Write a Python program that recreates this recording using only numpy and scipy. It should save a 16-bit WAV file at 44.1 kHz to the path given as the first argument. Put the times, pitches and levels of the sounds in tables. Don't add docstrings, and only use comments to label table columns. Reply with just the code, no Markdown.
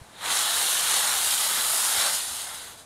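import sys
import numpy as np
from scipy import signal
from scipy.fft import rfft, irfft, next_fast_len
from scipy.io import wavfile
from scipy.ndimage import uniform_filter1d

SR = 44100
rng = np.random.default_rng(int(sys.argv[2]) if len(sys.argv) > 2 else 0)


def dump(signal):
    limited = np.clip(np.atleast_2d(signal).T, -1, 1)
    pcm = np.round(limited * 32767).astype(np.int16)
    wavfile.write(sys.argv[1], SR, pcm)


N = 125685

# pitch in Hz, level in dB.
LEAF_COLOUR = [(80, -42), (160, -19), (300, -16.5), (450, -13), (640, -7.5), (820, -2.5), (1020, -4),
               (1450, -3), (2000, -5.5), (2450, -8.5), (3150, -1.5), (3850, -0.2), (4500, -4), (5150, -4.5),
               (5900, -6), (7000, -2.1), (7900, -3), (9200, -0.56), (11500, -4), (13000, -9),
               (14000, -12.5), (15500, -15.5)]


def amp(db):
    return 10 ** (np.asarray(db) / 20)


def unit(x):
    return x / np.sqrt(np.mean(x ** 2) + 1e-20)


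def add(mix, s, sound):
    part = mix[max(round(s * SR), 0):][:len(sound)]
    part += sound[:len(part)]


def follow(table):
    times, *columns = np.transpose(table)
    return [np.interp(np.arange(N) / SR, times, column) for column in columns]


def wander(span_s):
    hz = np.fft.rfftfreq(N, 1 / SR)
    slow_part = np.exp(-(hz * span_s) ** 2)
    return unit(irfft(rfft(rng.standard_normal(N)) * slow_part, N))


def colour(x, points):
    f, db = np.transpose(points)
    size = next_fast_len(2 * N)
    hz = abs(np.fft.fftfreq(size, 1 / SR))
    gain_db = np.interp(np.log(hz + 1), np.log(f + 1), db)
    log_gain = np.log(amp(gain_db))
    response = np.exp(np.conj(signal.hilbert(log_gain)))[:size // 2 + 1]
    return irfft(rfft(x, size) * response, size)[:N]


def bands(x, order=12):
    splits_hz = [2500, 4700, 11000]
    hz = np.fft.rfftfreq(N, 1 / SR)
    rest, out = rfft(x), []
    for edge in splits_hz:
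        low = rest / (1 + (hz / edge) ** (2 * order))
        out.append(irfft(low, N))
        rest = rest - low
    return out + [irfft(rest, N)]


def air():
    # pitch in Hz, level in dB.
    air_colour = [(20, -7), (45, -3), (70, 4), (100, 1), (200, -0.5), (420, -2), (850, 2.5), (1500, -8.5),
                  (3000, -13.5), (9500, -16), (12500, -28), (15500, -46)]
    level_db = -52.5
    return amp(level_db) * unit(colour(rng.standard_normal(N), air_colour))


def thumps():
    # start in seconds, peak in dB, pitch in Hz, swell time in seconds.
    thump_rows = [(0.015, -35.5, 91.5, 0.0025), (0.255, -51, 70, 0.0064), (0.289, -49, 151, .009),
                  (0.56, -52, 75, 0.0094), (0.871, -53, 70, 0.0068), (0.95, -57, 75, 0.0087),
                  (1.155, -52, 65, 0.0067), (1.265, -50, 70, 0.0061), (1.94, -57, 65, .012),
                  (1.978, -40, 85.5, 0.0043), (2.304, -48, 75, 0.0092)]
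    out, t = np.zeros(N), np.arange(SR // 5) / SR
    for s, db, hz, swell_s in thump_rows:
        swell = t / swell_s * np.exp(1 - t / swell_s)
        add(out, s, amp(db) * swell * np.sin(2 * np.pi * hz * t))
    return out


def cracks(per_s, spread_db, decay_s, count=48):
    ring_hz, ring_share = (690, 13440), 0.62
    t, out = np.arange(400) / SR, np.zeros(N)
    for hz in np.linspace(*ring_hz, count):
        fade = np.exp(-t / (decay_s * 2 ** rng.uniform(-1.73, 1)))
        scratch = unit(rng.standard_normal(len(t)) * fade)
        ring = unit(np.sin(2 * np.pi * hz * t) * fade)
        leaf = scratch + ring_share * ring
        sizes = amp(spread_db * np.minimum(rng.exponential(1, N), 3.5)) * rng.choice([-1, 1], N)
        moments = rng.random(N) < per_s / count / SR
        out += signal.oaconvolve(sizes * moments, leaf)[:N]
    return unit(out)


def ripple(x):
    depth_db, patch_hz, patch_s = 1.74, 149.3, .09
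    hz, t, z = signal.stft(x, SR, nperseg=1024, noverlap=768)
    field = rng.standard_normal(z.shape)
    field = uniform_filter1d(field, max(round(patch_hz / hz[1]), 1), axis=0)
    field = uniform_filter1d(field, max(round(patch_s / t[1]), 1), axis=1)
    patched = z * amp(depth_db * unit(field))
    return unit(signal.istft(patched, SR, nperseg=1024, noverlap=768)[1][:N])


def hollow(x, hz, width_hz):
    depth = .3
    turn = np.exp(2j * np.pi * np.cumsum(hz) / SR)
    r = np.exp(-np.pi * width_hz / SR)
    near_centre = turn * signal.lfilter([1 - r], [1, -r], x / turn)
    return x - depth * 2 * near_centre.real


def leaves():
    # time in seconds, then the levels in dB of the low crush,
    # the crunch, the crackle and the top fizz.
    rustle_levels = [(0.1, -59, -61.5, -61, -71), (0.18, -50, -50, -55, -66),
                     (0.25, -30, -35.0, -36, -47.0), (0.32, -31.0, -28.5, -27.5, -39.0),
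                     (0.39, -32.0, -29.5, -26, -36), (0.48, -33, -29.5, -29, -36.5),
                     (0.56, -33.5, -29.5, -26.0, -35), (0.73, -34.0, -30.5, -27, -32.5),
                     (0.8, -34.5, -31.5, -28, -36.0), (0.92, -32.0, -28.5, -25.5, -34.5),
                     (1.08, -32, -31, -27.5, -35), (1.33, -36, -31.5, -26.5, -33),
                     (1.6, -32.5, -32, -28, -34.5), (1.72, -35.5, -34.0, -26, -32.5),
                     (1.9, -34.5, -32, -26.5, -33.5), (2.05, -30, -29.5, -26.5, -36),
                     (2.15, -36, -33, -27.5, -35), (2.23, -42.5, -38.5, -33.5, -43),
                     (2.4, -42.5, -39.5, -35.5, -44.5), (2.48, -44.5, -44.5, -39.5, -49.5),
                     (2.55, -43.5, -43, -39.5, -50), (2.72, -50, -49.5, -47, -55.0),
                     (2.77, -56, -57, -53, -62), (2.8, -55.5, -51, -49, -57.5),
                     (2.85, -62, -66.5, -59, -72)]
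    # time in seconds, lower centre in Hz, upper centre in Hz.
    hollow_path = [(0.3, 4800, 11600), (0.7, 4900, 12400), (1.2, 4840, 13100), (1.38, 6200, 13500),
                   (2.0, 6000, 12900), (2.8, 5500, 12800)]
    hollow_widths_hz = (700, 1200)
    snap_db = -15
    quick_s, quick_db = .007, 0.06
    slow_s, slow_db, band_db = 0.027, 0.29, 0.48

    crinkling = ripple(cracks(per_s=22000, spread_db=2, decay_s=0.001))
    snaps = cracks(per_s=120, spread_db=2.0, decay_s=.0001)
    grains = crinkling + amp(snap_db) * snaps
    for hz, width_hz in zip(follow(hollow_path), hollow_widths_hz):
        grains = hollow(grains, hz, width_hz)
    waver_db = quick_db * wander(quick_s) + slow_db * wander(slow_s)
    rush = colour(grains * amp(waver_db), LEAF_COLOUR)
    out = np.zeros(N)
    for band, level_db in zip(bands(rush), follow(rustle_levels)):
        wavering = unit(band * amp(band_db * wander(slow_s)))
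        out += wavering * amp(level_db)
    return out


def ticks():
    # start in seconds, level in dB before the leaf colour is put on.
    tick_rows = [(2.619, -42), (2.649, -41), (2.694, -42), (2.715, -45), (2.802, -50)]
    fade_s = .002
    out, t = np.zeros(N), np.arange(SR // 50) / SR
    for s, db in tick_rows:
        add(out, s, amp(db) * np.exp(-t / fade_s) * rng.standard_normal(len(t)))
    return colour(out, LEAF_COLOUR)


def scene():
    mono = air() + thumps() + leaves() + ticks()
    return np.tile(mono, (2, 1))


def record(dry):
    edge_hz = 15680
    low_pass = signal.firwin(1023, edge_hz, window=("kaiser", 9), fs=SR)
    return signal.oaconvolve(dry, low_pass[None], "same")


dry = scene()
out = record(dry)
dump(out)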